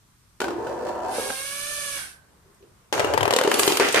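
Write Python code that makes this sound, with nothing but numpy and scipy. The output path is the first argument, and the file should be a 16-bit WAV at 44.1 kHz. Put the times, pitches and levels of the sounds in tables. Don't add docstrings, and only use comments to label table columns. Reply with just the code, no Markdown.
import sys
import numpy as np
from scipy import signal
from scipy.fft import rfft, irfft
from scipy.io import wavfile
from scipy.ndimage import uniform_filter1d

SR = 44100
rng = np.random.default_rng(int(sys.argv[2]) if len(sys.argv) > 2 else 0)


def unload_wav(signal):
    wavfile.write(
        sys.argv[1],
        SR,
        np.round(np.clip(np.atleast_2d(signal).T, -1, 1) * 32767).astype(np.int16),
    )


def voltage_ratio(level):
    return 10 ** (np.asarray(level, float) / 20)


N = 176400
T = np.arange(N) / SR

# start_s, peak_db, bright_db, ring_hz, upper_modes_db
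LATCH_KNOCKS = [(0.403, -18, -13, 427, 3), (0.416, -14.5, -25, 450, 4), (0.442, -18, -34, 315, 3.5),
                (.482, -21, -35, 315, 2), (.505, -20, -43, 509, -1), (.668, -21.5, -46, 527, -4),
                (.951, -24.5, -39, 560, -14), (1.003, -26.5, -48, 610, -6), (1.183, -14, -49, 498, -17),
                (1.196, -16, -45, 493, -14), (1.302, -18, -31, 515, 0.5)]
BALL_KNOCKS = [(2.926, -10.5, -14.5, 582, 4), (2.939, -13, -23, 450, 4.5), (2.978, -11.5, -28, 970, -1),
               (2.995, -8.5, -13.5, 620, -7.5), (3.002, -8, -31, 636, 1), (3.045, -6, -44, 452, -1),
               (3.137, -10, -16.5, 660, -1.5), (3.143, -8.5, -43, 444.4, -4), (3.176, -3.5, -33, 880, 1.5),
               (3.208, -6, -38, 1010, 0), (3.23, -5, -49, 635, 3), (3.254, -6, -30, 693, 0.5),
               (3.278, -6, -31, 459, 0), (3.307, -7, -15, 1120, 4), (3.326, -7.5, -24, 640, 0),
               (3.336, -8.5, -8, 497, -8), (3.363, -8, -5.5, 473, -15), (3.387, -5, -14.5, 514, 2),
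               (3.412, -4.5, -24, 506, -3), (3.436, -17, -7, 450, 7.5), (3.449, -7.5, -28, 410, -7),
               (3.475, -4, -20, 410, -9.5)]
PIN_KNOCKS = [(3.515, -5, -24, 480, 6.5), (3.541, -13, -4, 388, -9), (3.594, -5.5, -10.5, 430, 0),
              (3.632, -16, -1, 420, 2), (3.677, -5.5, -6, 383, -9.5), (3.703, -13.5, -20, 355, -8),
              (3.721, -14, -4.5, 373, -17), (3.771, -20, 3.5, 396, 11.5), (3.798, -4, -14, 470, -7),
              (3.886, -18, -1.5, 450, 0), (3.944, -7, -10, 527, -3.5), (3.959, -13.5, -5, 600, -4),
              (3.969, -13, -13, 600, 0)]
# mode_hz, level_db, t60_s
FRAME_MODES = [(487, 3.5, 0.038), (316, -6, 0.05), (853, 0, 0.047), (1400, 0.5, 0.064), (2950, -10, 0.044)]
LANE_MODES = [(450, -2, 0.041), (642, -2.5, 0.02), (890, 0.5, 0.023), (1800, -5, 0.018), (2787, -7, 0.022)]
# time_s, left_right_db
KNOCK_PATH = [
    (1.1, 1),
    (1.3, -0.5),
    (2.9, 3.5),
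    (3.2, 7.5),
    (3.4, 2),
    (4, -2.5),
]
# start_s, peak_db, centre_hz
PIN_CLICKS = [(2.545, -53, 9000), (2.625, -51, 2500), (3.512, -22, 11000), (3.539, -16, 9700),
              (3.589, -13.5, 13300), (3.596, -7.5, 8700), (3.665, -15, 12700), (3.7708, -18.5, 10600),
              (3.9244, -17.5, 8140)]
# start_s, length_s, level_db
PIN_SKIDS = [
    (3.8, .11, -24),
    (3.944, 0.11, -20.5),
]
# time_s, level_db, fizz_db, hollow_hz
RACK_ROLL = [(.402, -30, -16.5, 404), (.55, -33, -35.5, 298), (.69, -30.5, -28.5, 547),
             (.77, -33, -32, 434), (.88, -27.5, -28, 537), (.94, -33, -35, 566), (1.09, -30, -28, 686),
             (1.24, -34.5, -20, 502), (1.34, -39.5, -35.5, 470)]
BALL_ROLL = [(2.926, -26, -7, 487), (3.03, -25.5, -16.5, 560), (3.17, -31, -21.5, 484),
             (3.3, -29.5, -42, 535), (3.36, -29.5, -26, 470), (3.5, -26.5, -9.5, 420),
             (3.6, -27, -4.5, 417), (3.7, -25, -4.5, 375), (3.76, -32, -1.5, 393), (3.795, -34.5, -13, 423),
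             (3.805, -17.5, -11, 438), (3.87, -24.5, -8, 450), (3.938, -45.5, 11, 483),
             (3.948, -21, -11.5, 526), (4, -20.5, -6.5, 620)]
# freq_hz, level_db
RACK_BOX = [(60, -12.5), (190, -14), (290, -3), (570, -4), (900, -2.5), (1200, -13), (1700, -15.5),
            (3200, -46)]
LANE_BOX = [(60, -50), (220, -15), (420, 0.5), (950, -4.5), (1500, -8), (2600, -20.5), (3300, -27),
            (8000, -65)]
FIZZ_SPECTRUM = [(1500, -5), (3000, 3), (6000, -2), (9000, -4.5), (12000, -15.5), (15000, -12)]
# time_s, tooth_rate_hz, level_db
MOTOR_RUN = [
    (1.05, 497.5, -61),
    (1.15, 508.5, -39.5),
    (1.18, 543, -37.5),
    (1.25, 552, -37),
    (1.36, 532.6, -37),
    (1.55, 568.6, -37),
    (1.74, 588, -36),
    (1.97, 561.6, -36),
    (2.03, 543, -40.5),
    (2.2, 494, -63.5),
]
# multiple, level_db
TOOTH_ORDERS = [(1, 0), (2, -1.5), (3, 5.5), (4, 1.5)]
# freq_hz, level_db
HISS_SPECTRUM = [(90, -12.5), (400, -18.5), (900, -13), (1350, -9.5), (2000, -6.5), (3200, -10.5),
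                 (9500, -31.5), (14000, -49)]
# centre_hz, width_hz, level_db
CASE_MODES = [(6530, 680, -10), (9230, 3700, -2), (11400, 560, -11)]
# centre_hz, width_hz
CASE_GAPS = [(890, 260), (1990, 240)]
# freq_hz, left_right_db
MOTOR_BALANCE = [(2000, -3), (4500, 0.5), (9000, -8.5)]
# start_s, length_s, pitch_hz, level_db
BAR_GROAN = (1.95, .13, 1580, -41.5)
# start_s, length_s, pitch_hz, level_db
FAR_CREAKS = [
    (2.431, 0.13, 393, -61.5),
    (2.595, 0.096, 386, -52.5),
]
# start_s, length_s, pitch_hz, level_db
TABLE_THRUMS = [
    (2.93, 0.14, 106, -45.5),
    (3.12, 0.22, 104, -38.5),
    (3, 0.18, 83.33, -45),
]
# freq_hz, t60_s
ROOM_DECAY = [(300, 0.36), (3000, 0.67), (14000, 0.36)]
# freq_hz, level_db
AIR_SPECTRUM = [(25, -23), (92, -1.5), (300, -18), (700, -25.5), (1100, -20.5), (3000, -26.5),
                (9000, -26.5), (14500, -31.5)]
# freq_hz, likeness
AIR_LIKENESS = [(60, 0.98), (950, 0.26), (15000, -0.25)]

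LAG_SAMPLES_PER_DB = 2
SHIFT_S = 0.461
TICK_T60_S = 0.028
CLICK_WIDTH_HZ, CLICK_T60_S = 4200, 0.032
GEAR_TOP_HZ, EDGE_HZ = 13300, 14570
AIR_DB, HUM_HZ, HUM_DB = -58.5, 8300, -82
STIR_DB = 8


def evened(x):
    return x / np.sqrt(np.mean(x ** 2) + 1e-20)


def read(points, hz):
    f, value = np.transpose(points)
    return np.interp(np.log(hz + 1), np.log(f + 1), value)


def colour(x, table):
    n = x.shape[-1]
    gain = voltage_ratio(read(table, np.fft.rfftfreq(n, 1 / SR)))
    return irfft(rfft(x) * gain, n)


def curve(rows, col):
    rows = np.array(rows)
    return np.interp(T, rows[:, 0], rows[:, col])


def resonate(x, hz, width_hz):
    turn = np.exp(2j * np.pi * np.cumsum(hz * np.ones(x.shape[-1])) / SR)
    r = np.exp(-np.pi * width_hz / SR)
    return 2 * (turn * signal.lfilter([1 - r], [1, -r], x / turn)).real


def resonate_twice(x, hz, width_hz):
    return resonate(resonate(x, hz, width_hz), hz, width_hz)


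def butter(x, order, hz, kind):
    return signal.sosfilt(signal.butter(order, hz, kind, fs=SR, output="sos"), x)


def add(mix, start_s, sound, pan_db):
    lag = int(np.clip(LAG_SAMPLES_PER_DB * pan_db, -12, 12))
    for c, side in enumerate((1, -1)):
        first = round(start_s * SR) + max(-side * lag, 0)
        part = mix[c, first:][:sound.shape[1]]
        part += sound[c, :len(part)] * voltage_ratio(side * pan_db / 2)


def hits(rows, modes, gain_db, crack_db, tick_db, detune):
    out, t = np.zeros((2, N)), T[:4000]
    mode_hz, mode_db, t60_s = np.transpose(modes)[:, :, None]
    count = len(mode_hz)
    for start_s, peak_db, bright_db, ring_hz, upper_db in rows:
        hz = mode_hz * (1 + detune * rng.standard_normal((count, 1)))
        hz[0] = ring_hz
        level = voltage_ratio(mode_db + 2.5 * rng.standard_normal((2, count, 1)) - 60 * t / t60_s)
        level[:, 1:] *= voltage_ratio(upper_db)
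        tone = (level * np.sin(2 * np.pi * hz * t)).sum(1)
        noise = rng.standard_normal((3, len(t)))
        crack = evened(resonate(noise[0] + 0.91 * noise[1:], 1020, 1100))
        crack = crack * voltage_ratio(crack_db + upper_db - 60 * t / 0.035)
        tick = evened(colour(noise[1:], FIZZ_SPECTRUM))
        tick = tick * voltage_ratio(tick_db + bright_db - 60 * t / TICK_T60_S)
        sound = (tone / abs(tone).max() + crack + tick) * np.minimum(t / 0.00051, 1)
        pan_db = np.interp(start_s, *np.transpose(KNOCK_PATH))
        add(out, start_s, voltage_ratio(peak_db + gain_db) * sound, pan_db)
    return butter(out, 2, 220, "high")


def pin_clicks():
    out, t = np.zeros((2, N)), T[:8000]
    for start_s, peak_db, hz in PIN_CLICKS:
        burst = evened(resonate_twice(rng.standard_normal((2, len(t))), hz, CLICK_WIDTH_HZ))
        fast = voltage_ratio(peak_db - 6 - 60 * t / CLICK_T60_S)
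        slow = voltage_ratio(peak_db - 21.5 - 60 * t / 0.9)
        add(out, start_s, (fast + slow) * burst * np.minimum(t / 0.0007, 1), -1)
    return out


def pin_skids():
    out = np.zeros((2, N))
    for start_s, length_s, level_db in PIN_SKIDS:
        chatter = rng.standard_normal((3, round(length_s * SR))) ** 3
        scrape = evened(resonate(resonate(chatter[0] + chatter[1:], 1860, 1350), 1940, 1540))
        slowing = np.sqrt(np.linspace(1, 0, chatter.shape[1]))
        add(out, start_s, voltage_ratio(level_db) * scrape * slowing, -2)
    return out


def box_ring(table, t60_s, same):
    a, b = rng.standard_normal((2, 8192))
    same = np.clip(same, 0, 1)
    ring = np.array([a, same * a + np.sqrt(1 - same ** 2) * b]) * voltage_ratio(-60 * T[:8192] / t60_s)
    return colour(np.pad(ring, ((0, 0), (1024, 0))), table)


def rolling(rows, table, per_s, spread_db, t60_s, same, fizz_db, fizz_t60_s, hollow_db, width_hz):
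    start_s, end_s = rows[0][0], rows[-1][0]
    low, high = np.zeros((2, 2, N))
    for k in range(3):
        ticks = voltage_ratio(spread_db * np.minimum(rng.exponential(1, N), 4))
        ticks = ticks * (rng.random(N) < per_s / SR)
        ticks = ticks * np.cos(np.pi * (T / SHIFT_S + k) / 3) ** 2
        ring = box_ring(table, t60_s, same)
        low += signal.fftconvolve(ticks[None], ring, axes=1)[:, 1024:N + 1024]
        fizz = box_ring(FIZZ_SPECTRUM, fizz_t60_s, 0.072)
        high += signal.fftconvolve(ticks[None], fizz, axes=1)[:, 1024:N + 1024]
    low = evened(low)
    low = low + voltage_ratio(hollow_db) * evened(resonate(low, curve(rows, 3), width_hz))
    both = evened(low) + evened(high) * voltage_ratio(curve(rows, 2) + fizz_db)
    gate = np.clip(np.minimum((T - start_s) / 0.00057, (end_s + 0.02 - T) / 0.028), 0, 1)
    return gate * voltage_ratio(curve(rows, 1)) * both


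def motor():
    tooth_hz = curve(MOTOR_RUN, 1)
    waver = evened(uniform_filter1d(rng.standard_normal(N), size=300))
    turns = np.cumsum(tooth_hz * (1 + 0.0055 * waver)) / SR
    count = len(TOOTH_ORDERS)
    wobble = uniform_filter1d(rng.standard_normal((count, 2, N)), size=600) * 26
    phase = rng.random((count, 1, 1)) + 0.26 * rng.random((count, 2, 1))
    sing = np.zeros((2, N))
    for (k, level_db), w, p in zip(TOOTH_ORDERS, wobble, phase):
        sing += voltage_ratio(level_db + 3.53 * w) * np.cos(2 * np.pi * (k * turns + p))
    sing *= np.clip((1.995 - T) / 0.016, 0.15, 1)

    noise = rng.standard_normal((2, N)) * (0.63 + np.exp(-(turns % 1) / 0.66))
    hiss = evened(colour(noise, HISS_SPECTRUM))
    fuzz = evened(sum(resonate(noise, k * tooth_hz, 15 * k) / np.sqrt(k) for k in range(3, 12)))
    fuzz = butter(fuzz, 4, 1300, "high")
    case = evened(sum(voltage_ratio(db) * resonate_twice(noise, hz, width_hz) for hz, width_hz, db in CASE_MODES))
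    rush = voltage_ratio(-2.5) * fuzz + voltage_ratio(-1.5) * hiss + voltage_ratio(0.5) * case
    for hz, width_hz in CASE_GAPS + CASE_GAPS:
        rush = rush - resonate(rush, hz, width_hz) * (T < 1.97)
    out = voltage_ratio(-5.0) * evened(sing) + butter(rush, 4, GEAR_TOP_HZ, "low")

    start_s, end_s = MOTOR_RUN[0][0], MOTOR_RUN[-1][0]
    running = np.clip(np.minimum(T - start_s + 0.057, end_s + 0.055 - T) / 0.14, 0, 1)
    side = np.array(MOTOR_BALANCE) * [1, 0.5]
    out = np.array([colour(out[0], side), colour(out[1], side * [1, -1])])
    return out * voltage_ratio(curve(MOTOR_RUN, 2)) * running


def creaks():
    out = np.zeros((2, N))
    for start_s, length_s, hz, level_db in FAR_CREAKS + [BAR_GROAN] + TABLE_THRUMS:
        t = T[:round(length_s * SR)]
        noise = rng.standard_normal((3, len(t)))
        rub = evened(resonate_twice(noise[0] + 0.45 * noise[1:], hz, 50 + hz / 10))
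        swell = np.sin(np.pi * t / length_s)
        add(out, start_s, voltage_ratio(level_db) * rub * swell, 14.0 if hz < 200 else -2.5)
    return out


def room(x):
    taps = np.zeros((2, SR // 2))
    at = np.arange(200, SR // 2 - 20, 20)
    at = at + rng.integers(0, 20, (2, len(at)))
    np.put_along_axis(taps, at, rng.choice([-1., 1.], at.shape), 1)
    hz, t, z = signal.stft(taps, SR, nperseg=256)
    decay = voltage_ratio(-60 * t / read(ROOM_DECAY, hz)[:, None])
    tail = signal.istft(z * decay, SR, nperseg=256)[1]
    return signal.fftconvolve(x, tail / np.linalg.norm(tail[0]), axes=1)[:, :N]


def air():
    frames, hz = N // 256 + 5, np.fft.rfftfreq(1024, 1 / SR)
    a, b, c, d, patches = rng.standard_normal((frames, 513, 5)).T
    patches = uniform_filter1d(patches, size=12, axis=0)
    patches = evened(uniform_filter1d(patches, size=14, axis=1))
    same = np.clip(read(AIR_LIKENESS, hz), -1, 1)[:, None]
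    left = a + 1j * b
    z = np.array([left, same * left + np.sqrt(1 - same ** 2) * (c + 1j * d)])
    stir = np.exp(-np.log(hz / 650 + 0.00077) ** 2)[:, None] * (np.arange(frames) * 256 / SR > 2)
    z *= voltage_ratio(read(AIR_SPECTRUM, hz)[:, None] + patches + STIR_DB * stir)
    tone = signal.istft(z, nperseg=1024, noverlap=768)[1][:, :N]
    hum = evened(resonate(rng.standard_normal(N), HUM_HZ, 20))
    return voltage_ratio(AIR_DB) * evened(tone) + voltage_ratio(HUM_DB) * hum


def scene():
    knocks = hits(LATCH_KNOCKS, FRAME_MODES, gain_db=0.5, crack_db=-11, tick_db=4.5, detune=0.079)
    knocks += hits(BALL_KNOCKS + PIN_KNOCKS, LANE_MODES, gain_db=0.53, crack_db=-14.5, tick_db=2.5,
                   detune=0.106)
    knocks += pin_clicks()
    rack = rolling(RACK_ROLL, RACK_BOX, per_s=500, spread_db=2.5, t60_s=0.3, same=0.72,
                   fizz_db=9.5, fizz_t60_s=0.016, hollow_db=-2.3, width_hz=134)
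    ball = rolling(BALL_ROLL, LANE_BOX, per_s=900, spread_db=2.5, t60_s=0.12, same=0.42,
                   fizz_db=2.5, fizz_t60_s=0.017, hollow_db=-9.5, width_hz=360)
    steady = butter(rack + ball + creaks() + pin_skids(), 2, 60, "high")
    reverb = voltage_ratio(-9.5) * room(knocks) + voltage_ratio(-5.5) * room(steady)
    return knocks + steady + reverb + motor() + air()


def roll_off(x):
    return signal.sosfilt(signal.butter(12, 15810, fs=SR, output="sos"), x)


def record(dry):
    soft = np.tanh(dry * 1.107) / 1.086
    lowpass = signal.firwin(95, EDGE_HZ, window=("kaiser", 5), fs=SR)
    mix = signal.oaconvolve(soft, lowpass[None], "same")
    return roll_off(mix)


dry = scene()
out = record(dry)
unload_wav(out)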